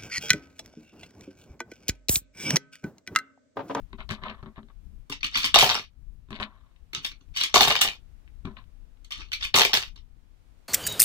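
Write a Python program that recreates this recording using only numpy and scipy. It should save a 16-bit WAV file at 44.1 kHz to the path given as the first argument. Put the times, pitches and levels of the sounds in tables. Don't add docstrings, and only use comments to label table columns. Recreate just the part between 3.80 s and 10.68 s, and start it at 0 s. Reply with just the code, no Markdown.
import sys
import numpy as np
from scipy import signal
from scipy.fft import rfft, irfft, next_fast_len
from scipy.io import wavfile
from scipy.ndimage import uniform_filter1d

SR = 44100
rng = np.random.default_rng(int(sys.argv[2]) if len(sys.argv) > 2 else 0)


def unload_wav(signal):
    wavfile.write(
        sys.argv[1],
        SR,
        np.round(np.clip(np.atleast_2d(signal).T, -1, 1) * 32767).astype(np.int16),
    )


def ratio_of_db(decibels):
    return 10 ** (np.asarray(decibels, float) / 20)


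N = 303408
SPOTS, BLOCK = 16, 256
FADE_DB, LAST = 20, 1.25

# (time [s], level [dB rms])
RUMBLE = [(0.0, -41), (0.09, -49), (0.94, -57), (1.05, -43), (1.38, -54), (1.8, -42), (2.05, -58),
          (2.34, -40.5), (2.37, -51), (3.43, -55), (3.49, -47), (3.7, -59.5), (3.77, -38.5), (3.87, -52.5),
          (4.81, -47), (5.34, -56), (5.36, -46), (6.88, -57.5)]
# (time [s], level [dB rms])
HISS = [(0, -73), (1.2, -75), (2.1, -78.5), (3, -75), (4.2, -72.5), (5.1, -73.5), (6.2, -76.5),
        (6.88, -70.5)]
# (frequency [Hz], density [dB per Hz])
RUMBLE_COLOUR = [(15, -8.5), (30, 5), (60, -3.5), (120, -17.5), (220, -25.5), (400, -41.5), (800, -64.5)]
# (frequency [Hz], density [dB per Hz])
HISS_COLOUR = [(88, -23), (150, -3), (205, -20.5), (235, -5), (398, -14), (1400, -21.5), (2650, -24.5),
               (16000, -39.5)]
# (frequency [Hz], T60 [s], share common to both ports [0-1])
ROOM = [(150, 0.18, 0.8), (600, 0.11, 1), (1500, 0.2, 0.9), (3992, 0.22, 0.05), (9990, 0.14, 0.05)]
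# (frequency [Hz], level difference [dB])
LID_BALANCE = [(150, 7), (700, 5), (1200, 1), (1800, 3), (2600, 10), (4400, 17.5), (8100, -10),
               (15000, -18.5)]
# (frequency [Hz], level difference [dB])
TIN_BALANCE = [(100, 3), (400, 1), (700, 2.5), (1300, -1.5), (2400, 4.5), (4400, -0.5), (8100, -13),
               (15000, -21.5)]
# (frequency [Hz], phase lead [rad])
PORT_LEAD = [(20, 0), (1150, 0.62), (1480, -1.6), (1750, -2), (3100, -4.5), (3800, -1), (5200, 3),
             (16000, 16.5)]

# (frequency [Hz], width [Hz], level [dB])
LID_CLICK = [(1631, 400, -2.5), (2262, 450, 4.5), (2940, 650, 1), (3780, 580, -3), (4420, 1000, -12.5)]
# (frequency [Hz], width [Hz], level [dB])
LID_PANEL = [(124, 214, 3.5), (214.3, 11, 4), (242.5, 35, -5.5), (391.4, 12.3, -7.5)]
# (frequency [Hz], width [Hz], level [dB])
LID_SKIN = [(643, 128, 0), (1049, 130, 7), (1530, 980, -3)]
# (frequency [Hz], width [Hz], level [dB])
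LID_EDGE = [(5540, 1200, 7.5), (10600, 3100, -11.5)]
# (frequency [Hz], width [Hz], level [dB])
TIN_WALL = [(1659, 540, -6.5), (2095, 630, -4), (2400, 220, -3.5), (2735, 200, -4.5), (3001, 90, -0.5),
            (3240, 200, -2.5), (3627, 250, 2), (3805, 350, -2), (4366, 230, -4), (4898, 540, -8),
            (5470, 700, -10), (5820, 410, -8.5)]
# (frequency [Hz], width [Hz], level [dB])
TIN_DRUM = [(115, 35, -7), (236.2, 84, -10), (415.9, 59, -7), (592, 140, -4.5), (667, 70, 0),
            (721, 90, 2.5), (932, 490, -3), (1182.4, 230, -1.5)]
# (frequency [Hz], width [Hz], level [dB])
TIN_BUMP = [(135, 78, -6.5), (279, 26, -3.5), (410, 15, -9.5)]
# (frequency [Hz], width [Hz], level [dB])
TIN_RIM = [(932, 56, -16.5), (1142, 250, -6.5), (1177, 130, -4.5), (1511, 280, -12)]
# (frequency [Hz], width [Hz], level [dB])
COIN_JINGLE = [(6300, 1900, 7.5), (7405, 700, 0.5), (7600, 320, 1), (9480, 1100, -3), (10250, 700, -2.5),
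               (10900, 600, -7.5), (12400, 540, -6.5), (13900, 500, -7), (14800, 690, -6),
               (15800, 600, -14)]

# (time [s], click [dB], weight of the push [dB],
# sharpness [dB])
LID_TAPS = [(0.1047, -63.5, 11, -5), (0.1299, -31, -1, -5), (0.19, -55, 12, 24), (0.197, -42, -9, -38),
            (0.2047, -27.5, -16, -46), (0.26, -72, 0, -5), (0.2918, -23.5, -11, 14),
            (0.3034, -18, -25, -13), (0.3094, -18, -9, -25), (0.3264, -45, -7, -24),
            (0.3494, -30, -26.5, -53), (0.4229, -49, 6, -35), (0.4362, -20.5, -14.5, -8),
            (0.4835, -24.5, -23, -30), (0.4985, -24.5, -21, -30), (0.5246, -44.5, 0, -39),
            (0.628, -40, 6, 11), (0.6597, -38.5, 1, -30), (0.7788, -41, 5.5, -40),
            (0.8304, -48.5, 3, -22), (0.8855, -49, -8, -25.5), (0.9174, -66, -17, -20),
            (2.487, -51.5, 1.5, -13.5), (2.506, -31, -1, 18.5), (2.5197, -34.5, -3, -39),
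             (2.529, -24, -10.5, -39), (2.544, -33, -30, -32), (2.5554, -29, -27, -35.5),
             (2.562, -25, -33, -41), (2.589, -35, -3, -28), (2.5999, -18.5, -13.5, -15),
             (2.6041, -24, -7.5, -35.5), (2.6248, -23.5, -10, -32), (2.6288, -12.5, -31, -32),
             (2.6367, -20.5, -28, -35), (2.6395, -29, -27.5, -42), (2.962, -49.5, -34.5, 18),
             (4.477, -44, -33.5, 0), (4.6498, -44.5, 16, -10.5), (4.6535, -27.5, -13.5, 12),
             (4.6717, -46.5, 17.5, -36), (4.7683, -32, -20.5, -46), (4.84, -48, -18, -25.5),
             (3.488, -56.5, -25, -25.5), (5.172, -54.5, -15.5, -21)]
# (peak time [s], fade [s], rasp [dB rms], weight [dB], sharpness [dB])
LID_DRAGS = [(.19, 0.036, -50.5, 0, -25), (.206, 0.04, -48, -3.5, -36), (.308, 0.054, -36, -14.5, -6),
             (.38, 0.068, -65, 20, -30), (.42, 0.056, -55.5, 6, -30), (.45, 0.13, -47, 8, -53),
             (.497, 0.033, -44, -2.5, -52), (.634, 0.024, -61.5, 21.5, -6), (.666, 0.063, -66.5, 25.5, -23),
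             (.762, 0.028, -54.5, -2, -33), (.782, 0.023, -59, 20, -34), (.9, 0.022, -66.5, 12, -24),
             (2.515, 0.39, -60, 5.5, -14), (2.552, 0.011, -43, -11, -30), (2.606, 0.06, -42, 5, -13),
             (2.638, 0.011, -44.5, -4, -9), (4.662, 0.11, -60.5, 11, -11.5),
             (4.772, 0.037, -48.5, -11.5, -50), (4.79, 0.018, -63, -3, -49), (4.815, 0.028, -61, -4, -51)]
# (time [s], clink [dB], weight [dB], sharpness [dB])
SLOT_TAPS = [(1.2975, -25, -6.5, -7.5), (1.3173, -18, -30, -24.5), (1.4061, -33.5, -31, -26),
             (1.4305, -16.5, -31, -22), (1.4424, -12, -33, -17), (1.5549, -10, -29, -29),
             (1.5699, -21.5, -16, -26.5), (1.5913, -36, -37.5, -32), (1.643, -9, -28.5, -30.5),
             (1.6576, -17, -35.5, -22.5), (3.1317, -22, -18, -12.5), (3.1481, -17.5, -35.5, -26.5),
             (3.247, -10, -37, -18.5), (3.3136, -31, -21, -25), (3.4081, -46.5, -9, -30.5),
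             (3.57, -11, -45, -20.5), (3.5848, -34.5, -38, -25.5), (3.6083, -6.5, -38.5, -19),
             (3.6416, -22, -44.5, -29.5), (5.2453, -43, -40, -2), (5.3068, -21.5, -30, -17),
             (5.3202, -20, -42, -15), (5.3787, -37, -23.5, -49), (5.5181, -19, -66.5, -14.5),
             (5.531, -13, -59, -12.5), (5.6101, -16.5, -45, -39), (5.6283, -17.5, -37.5, -26.5),
             (5.6446, -23.5, -45.5, -14.5), (6.1587, -37.5, -21.5, -15), (6.1764, -40.5, -28, -41),
             (1.324, -15.5, -35, -24.5), (1.332, -29.5, -27, -23), (1.456, -23.5, -41, -19.5),
              (1.465, -22, -37, -21.5), (1.52, -36.5, -18, -37), (1.536, -23, -39, -37.5),
              (1.544, -20.5, -43, -33), (1.56, -13, -37, -29.5), (1.581, -21, -37, -14.5),
              (1.603, -20, -38, -20), (1.63, -19, -48, -24), (1.647, -9, -31.5, -19.5),
              (1.6572, -10.5, -40, -21), (3.159, -23, -26.5, -26), (3.175, -30.5, -11, -30.5),
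              (3.187, -33.5, -28, -35), (3.263, -19, -43, -9), (3.562, -24.5, -31, -19.5),
              (3.602, -19, -40, -19.5), (5.326, -25, -39, -16.5), (5.335, -37, -40, -21),
              (5.357, -36, -38, -29), (5.394, -38.5, -36, -33.5), (5.407, -35.5, -32, -44),
              (5.418, -33.5, -24, -42), (5.485, -47, -14, -30), (5.537, -16.5, -55, -21),
              (5.546, -27, -72, -22), (5.638, -18.5, -40, -26), (5.659, -26.5, -39, -20.5)]
# (peak time [s], fade [s], grind [dB rms], weight [dB], sharpness [dB])
SLOT_GRINDS = [(1.545, 0.082, -28, -36, -33), (1.574, 0.13, -23.5, -30, -13.5),
               (1.656, .035, -21.5, -22, -9.5), (3.175, 0.038, -42, 0, -37.5),
               (3.235, 0.024, -40, -14, -17.5), (3.572, 0.13, -23.5, -33, -16.5),
               (3.638, 0.026, -20, -25, -10), (5.338, 0.11, -37, -20, -43.5),
               (5.4, 0.032, -35, -8.5, -56.5), (5.622, 0.069, -32.5, -32, -32.5),
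               (5.647, 0.014, -22.5, -25, -13)]
# (time [s], clink
# [dB], weight [dB], sharpness [dB])
TIN_HITS = [
    (1.7428, -3.5, -13.5, -14.5),
    (1.8255, -6.5, -4, -11.5),
    (3.7571, -8, -9.5, -9),
    (3.9, -18, -9.5, -14.5),
    (4.012, -18.5, -6.5, -16),
    (4.0475, -18.5, -3.5, -12),
    (5.7415, -8.5, -12.5, -11.5),
    (5.8085, -5, -7.5, -7.5),
    (5.9329, -5.5, -18, -9.5),
            (1.7483, -5, -20.5, -21.5), (1.7577, -2.5, -6, -10.5), (1.7679, -10.5, -11.5, -5),
                 (1.7791, -8, -14.5, -9), (1.7871, -6, -15.5, -8), (1.7956, -9.5, -10, -7),
                 (1.808, -5, -18.5, -13.5), (1.8125, -5.5, -13, -16), (1.8308, -11, -2.5, -10.5),
                 (1.8414, -13.5, -13, -10), (1.863, -13, -9, -14), (1.8752, -20.5, -5.5, -11),
                 (1.8915, -14.5, -12.5, -11.5), (1.8982, -11.5, -12, -14), (1.9092, -13.5, -11.5, -7),
                 (1.9164, -14.5, -13.5, -9.5), (1.9286, -21.5, -11.5, -9), (1.9439, -18.5, -9.5, -6),
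                 (1.9518, -15, -9.5, -8.5), (1.964, -27, -10.5, -9.5), (1.9714, -30.5, -5.5, -13),
                 (1.9788, -25.5, -19.5, -13.5), (1.9869, -24.5, -10, -15.5), (1.9944, -28.5, -7, -15),
            (3.7421, -5.5, -9, -9), (3.7547, -10, -10, -10.5), (3.759, -2, -3, -9.5),
                  (3.7687, -11.5, -7, -6.5), (3.7786, -9.5, -10.5, -4.5), (3.7985, -14.5, -5.5, -6.5),
                  (3.8079, -4, -9.5, -3), (3.8226, -12.5, -9.5, -11), (3.8314, -4.5, -17.5, -11),
                  (3.8384, -8, -15, -9), (3.8499, -14, -8.5, -14), (3.874, -12.5, -4, -10),
                  (3.8813, -12, -12.5, -16), (3.905, -9, -11, -20.5), (3.9118, -16, -4.5, -12),
                  (3.9227, -13, -17, -5), (3.9536, -13, -11, -18), (3.963, -13.5, -20, -17),
                  (3.9895, -21, -15, -19.5), (4.0008, -26.5, -15, -30), (4.0154, -3.5, -15.5, -11.5),
                  (4.0536, -18, -14.5, -5), (4.0614, -23, -12.5, -9), (4.0754, -17.5, -13, -10),
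                  (4.0858, -20.5, -21.5, -16),
            (5.7449, -7.5, -5.5, -12.5), (5.7513, -13.5, -6, -10.5), (5.762, -7.5, -5, -10),
                 (5.7757, -10, -7, -8.5), (5.7857, -6, -11, -12), (5.7954, -8, -7.5, -10),
                 (5.817, -6.5, -11.5, -3), (5.8328, -13.5, -15.5, -4.5), (5.8496, -9, -12.5, -12.5),
                 (5.8578, -18.5, -9, -10.5), (5.8944, -30.5, -6.5, -12.5), (5.908, -32, -7.5, -15.5),
                 (5.9167, -35, -4, -12), (5.9393, -8, -15.5, -13.5), (5.9501, -12.5, -12, -10),
                 (5.964, -18.5, -13.5, -7), (5.9711, -12, -14.5, -14), (5.9776, -23.5, -18.5, -9),
                 (6.019, -30, -11, -11.5), (6.0255, -24, -15, -9.5), (6.0344, -30.5, -14, -11.5)]
# (peak time [s], fade [s], rattle [dB rms], weight [dB])
TIN_RATTLES = [(1.746, 0.038, -17, 7), (1.787, 0.11, -13, -21), (1.813, 0.19, -15.5, -9.5),
               (3.746, 0.12, -12.5, -18.5), (3.81, .16, -15, -12), (3.876, 0.14, -21, -8),
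               (3.955, 0.028, -28.5, -8), (4.013, 0.028, -5, -19.5), (4.03, 0.11, -19.5, -6),
               (5.746, 0.023, -18, 5.5), (5.757, 0.13, -8.5, -10), (5.848, 0.04, -17, -19.5),
               (5.94, 0.0087, -12, -5.5), (5.956, 0.11, -20.5, -13.5)]


def on_log(table, hz, axis=1):
    t = np.array(table, float)
    return np.interp(np.log(hz + 1), np.log(t[:, 0]), t[:, axis])


def coloured(colour, size):
    gain = ratio_of_db(on_log(colour, np.fft.rfftfreq(size, 1 / SR)))
    x = irfft(rfft(rng.standard_normal(size)) * gain, size)
    return x / np.sqrt(np.mean(x ** 2))


def walk(rate):
    k = int(SR / rate)
    held = np.repeat(rng.standard_normal(N // k + 1), k)
    return 0.7 * uniform_filter1d(uniform_filter1d(held, k), k)[:N]


def floor():
    t = np.arange(N) / SR
    gust = ratio_of_db(np.interp(t, *np.transpose(RUMBLE)) + 4.3 * walk(26))
    left, other = coloured(RUMBLE_COLOUR, N), coloured(RUMBLE_COLOUR, N)
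    rumble = gust * np.array([ratio_of_db(4.0) * left, ratio_of_db(-23) * left + ratio_of_db(-21.0) * other])
    hiss = np.array([coloured(HISS_COLOUR, N), coloured(HISS_COLOUR, N)])
    return rumble + hiss * ratio_of_db(np.interp(t, *np.transpose(HISS)) + 3.5)


def room(cut_s):
    count, gap_s, early = 4, 0.0031, 0.94
    t = np.arange(9000) / SR
    out = 0
    for hz in 90 * 2. ** np.arange(8):
        sos = signal.butter(2, [hz / 1.42, hz * 1.42], "bandpass", fs=SR, output="sos")
        common, left, right = signal.sosfilt(sos, rng.standard_normal((3, count, len(t))))
        share = np.clip(on_log(ROOM, hz, axis=2), 0, 1)
        fade = np.exp(-np.log(1000) * t / on_log(ROOM, hz) - (t / cut_s) ** 4)
        out = out + fade * (np.sqrt(share) * common + np.sqrt(1 - share) * np.array([left, right]))
    out = out * np.interp(t, [0, .002, gap_s, gap_s + 0.0016], [0, early, early, 1])
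    return out / np.sqrt(np.mean(np.sum(out ** 2, axis=2)))


def ports(x, balance):
    size = next_fast_len(x.shape[-1])
    hz = np.fft.rfftfreq(size, 1 / SR)
    lead = np.interp(hz, *np.transpose(PORT_LEAD))
    half = ratio_of_db(on_log(balance, hz) / 2) * np.exp(.5j * lead)
    return irfft(rfft(x, size) * np.array([half, 1 / half]), size)[:, :x.shape[-1]]


def heard(x, walls, wet_db, balance):
    place = np.repeat(rng.integers(0, walls.shape[1], N // BLOCK + 1), BLOCK)[:N]
    at_place = 1. * (place == np.arange(walls.shape[1])[:, None])
    share = uniform_filter1d(at_place, size=200, axis=1)
    size = next_fast_len(N + walls.shape[2])
    sent = rfft(share * x.mean(axis=0), size)
    wet = irfft(np.sum(sent * rfft(walls, size), axis=1), size)[:, :N]
    return ports(x + ratio_of_db(wet_db) * wet, balance)


def reduced(x):
    gate_db, tilt_db_per_octave, steep = -93, -3.0, 0.93
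    hz, _, z = signal.stft(x, SR, nperseg=256)
    power = uniform_filter1d(np.abs(z) ** 2, size=5, axis=1)
    power = uniform_filter1d(power, size=5, axis=2)
    octaves = np.log2(np.clip(hz, 400, 6000) / 3000)
    limit = ratio_of_db(2 * (gate_db + tilt_db_per_octave * octaves))[:, None]
    gain = np.abs(power / (power + limit)) ** steep
    return signal.istft(z * gain, nperseg=256)[1][:, :N]


def ring(modes, spot_db, side_db, detune, count):
    hz, width, db = np.transpose(modes)[:, None, None, :, None]
    u = rng.standard_normal((count, 4, len(modes), 1))
    t = np.arange(3072) / SR
    gain = ratio_of_db(db + spot_db * u[:, :1] + side_db * np.minimum(hz / 3000, 1) * u[:, 1:3])
    sign = (-1.) ** np.arange(len(modes))[:, None]
    swell = (1 - np.exp(-t * hz / 0.22)) ** 2
    fade = sign * width * np.exp(-np.pi * width * t) * swell
    tone = np.sin(2 * np.pi * hz * (1 + detune * u[:, 3:]) * t)
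    return np.sum(gain * (fade * tone), axis=2)


def blows(events, chatter_s, chatter_db, first=0.51):
    s, db, *rel_db = np.transpose(events)
    u = rng.random((len(s), 2, 10))
    late = -chatter_s * np.log(1 - .98 * u[:, 0])
    size = ratio_of_db(chatter_db) * np.exp(-late / chatter_s / 2) * (2 * u[:, 1] - 1)
    late[:, 0], size[:, 0] = 0, first
    index = ((s[:, None] + late) * SR).astype(int)
    force = np.zeros((len(rel_db) + 1, N))
    for part, part_db in zip(force, [db] + [db + r for r in rel_db]):
        np.add.at(part, index, size * ratio_of_db(part_db)[:, None])
    return force


def slides(rows, rise_s, per_s, scatter_db, patchy_db):
    ticks = (rng.random(N) < per_s / SR) * rng.standard_normal(N)
    ticks = ticks * ratio_of_db(scatter_db * np.minimum(rng.exponential(size=N), 3.5))
    ticks = ticks * ratio_of_db(patchy_db * walk(150))
    power, t = np.zeros((len(rows[0]) - 2, N)), np.arange(N) / SR
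    pace = np.append(np.ones(len(power) - 1), 1.8)[:, None]
    for s, fade_s, db, *rel_db in rows:
        on = (t > s - LAST * rise_s) & (t < s + LAST * fade_s)
        shape_db = -FADE_DB * np.maximum((s - t[on]) / rise_s, (t[on] - s) / fade_s)
        family_db = db + np.array([0, *rel_db])[:, None]
        power[:, on] += ratio_of_db(2 * (family_db + pace * shape_db))
    return np.sqrt(power) * ticks / np.sqrt(np.mean(ticks ** 2))


def struck(hit, slid, parts, hit_db, slide_db, spot_db, side_db, detune):
    blocks, size = N // BLOCK, 14 * BLOCK
    spot = rng.integers(0, SPOTS, blocks)
    in_blocks = (hit[0] + slid[0])[:blocks * BLOCK].reshape(blocks, BLOCK)
    busy = np.flatnonzero(np.any(in_blocks, axis=1))
    spectrum = 0
    for h, s, modes, h_db, s_db in zip(hit, slid, parts, hit_db, slide_db):
        r = ring(modes, spot_db, side_db, detune, count=SPOTS)
        r = r / np.mean(np.max(np.abs(r), axis=2), axis=1)[:, None, None]
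        force = ratio_of_db(h_db) * h + ratio_of_db(s_db) * s / np.sqrt(np.mean(np.sum(r ** 2, axis=2)))
        force = force[:blocks * BLOCK].reshape(blocks, BLOCK)[busy]
        spectrum = spectrum + rfft(force, size)[:, None] * rfft(r, size)[spot[busy]]
    out = np.zeros((2, N + size))
    for block, sound in zip(busy, irfft(spectrum, size)):
        out[:, block * BLOCK:block * BLOCK + size] += sound
    return out[:, :N]


def weighted(rows, base_db, share):
    *head, weight_db, sharp_db = np.transpose(rows)
    return np.transpose([*head, weight_db, base_db + share * weight_db, sharp_db])


def jingling(rows, share):
    *head, db, weight_db = np.transpose(rows)
    return np.transpose([*head, db, weight_db, -share * db])


def lid(walls):
    taps = blows(weighted(LID_TAPS, 1.6, 0.52), chatter_s=0.0032, chatter_db=-9.0)
    drags = slides(weighted(LID_DRAGS, 2.84, 0.48), rise_s=0.01, per_s=3500, scatter_db=2.5, patchy_db=3.2)
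    x = struck(taps, drags, (LID_CLICK, LID_PANEL, LID_SKIN, LID_EDGE),
               hit_db=(-1.0, 2.5, -3.5, -28.5), slide_db=(-4.0, -9.0, 0.0, -2.0),
               spot_db=0.77, side_db=3.0, detune=0.023)
    return heard(x, walls, -8.0, LID_BALANCE)


def tin_slot():
    taps = blows(weighted(SLOT_TAPS, -1.5, 0.36), chatter_s=0.0046, chatter_db=-1.5, first=0.35)
    grinds = slides(weighted(SLOT_GRINDS, -9, 0.26), rise_s=.026, per_s=2900, scatter_db=3.9, patchy_db=3.7)
    return struck(taps, grinds, (TIN_WALL, TIN_BUMP, TIN_RIM, COIN_JINGLE),
                  hit_db=(-2.5, -1.0, -5.5, -1.5), slide_db=(-4.5, -8.0, -3.0, -3.5),
                  spot_db=2.3, side_db=3.8, detune=0.03)


def tin_pile():
    landings = TIN_HITS
    hits = blows(landings, chatter_s=.0018, chatter_db=-4.5)
    rattles = slides(jingling(TIN_RATTLES, 0.032), rise_s=0.0062, per_s=2200, scatter_db=2.2, patchy_db=0.82)
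    return struck(hits, rattles, (TIN_WALL, TIN_DRUM, COIN_JINGLE),
                  hit_db=(3.5, 2.0, -7), slide_db=(-13, -17, -16), spot_db=0.82, side_db=4.9, detune=.015)


def tin(walls):
    return heard(tin_slot() + tin_pile(), walls, -3.0, TIN_BALANCE)


def scene():
    sources = lid(room(cut_s=0.033)) + tin(room(cut_s=.072))
    return reduced(sources) + floor()


def top_cut(x):
    return signal.sosfilt(signal.butter(12, 15900, fs=SR, output="sos"), x)


def record(dry):
    rounded = .9 * np.tanh(1.3 * dry)
    low_pass = signal.ellip(8, .2, 80, 15600, fs=SR, output="sos")
    mix = signal.sosfilt(low_pass, rounded)
    return top_cut(mix)


dry = scene()
out = record(dry)
unload_wav(out)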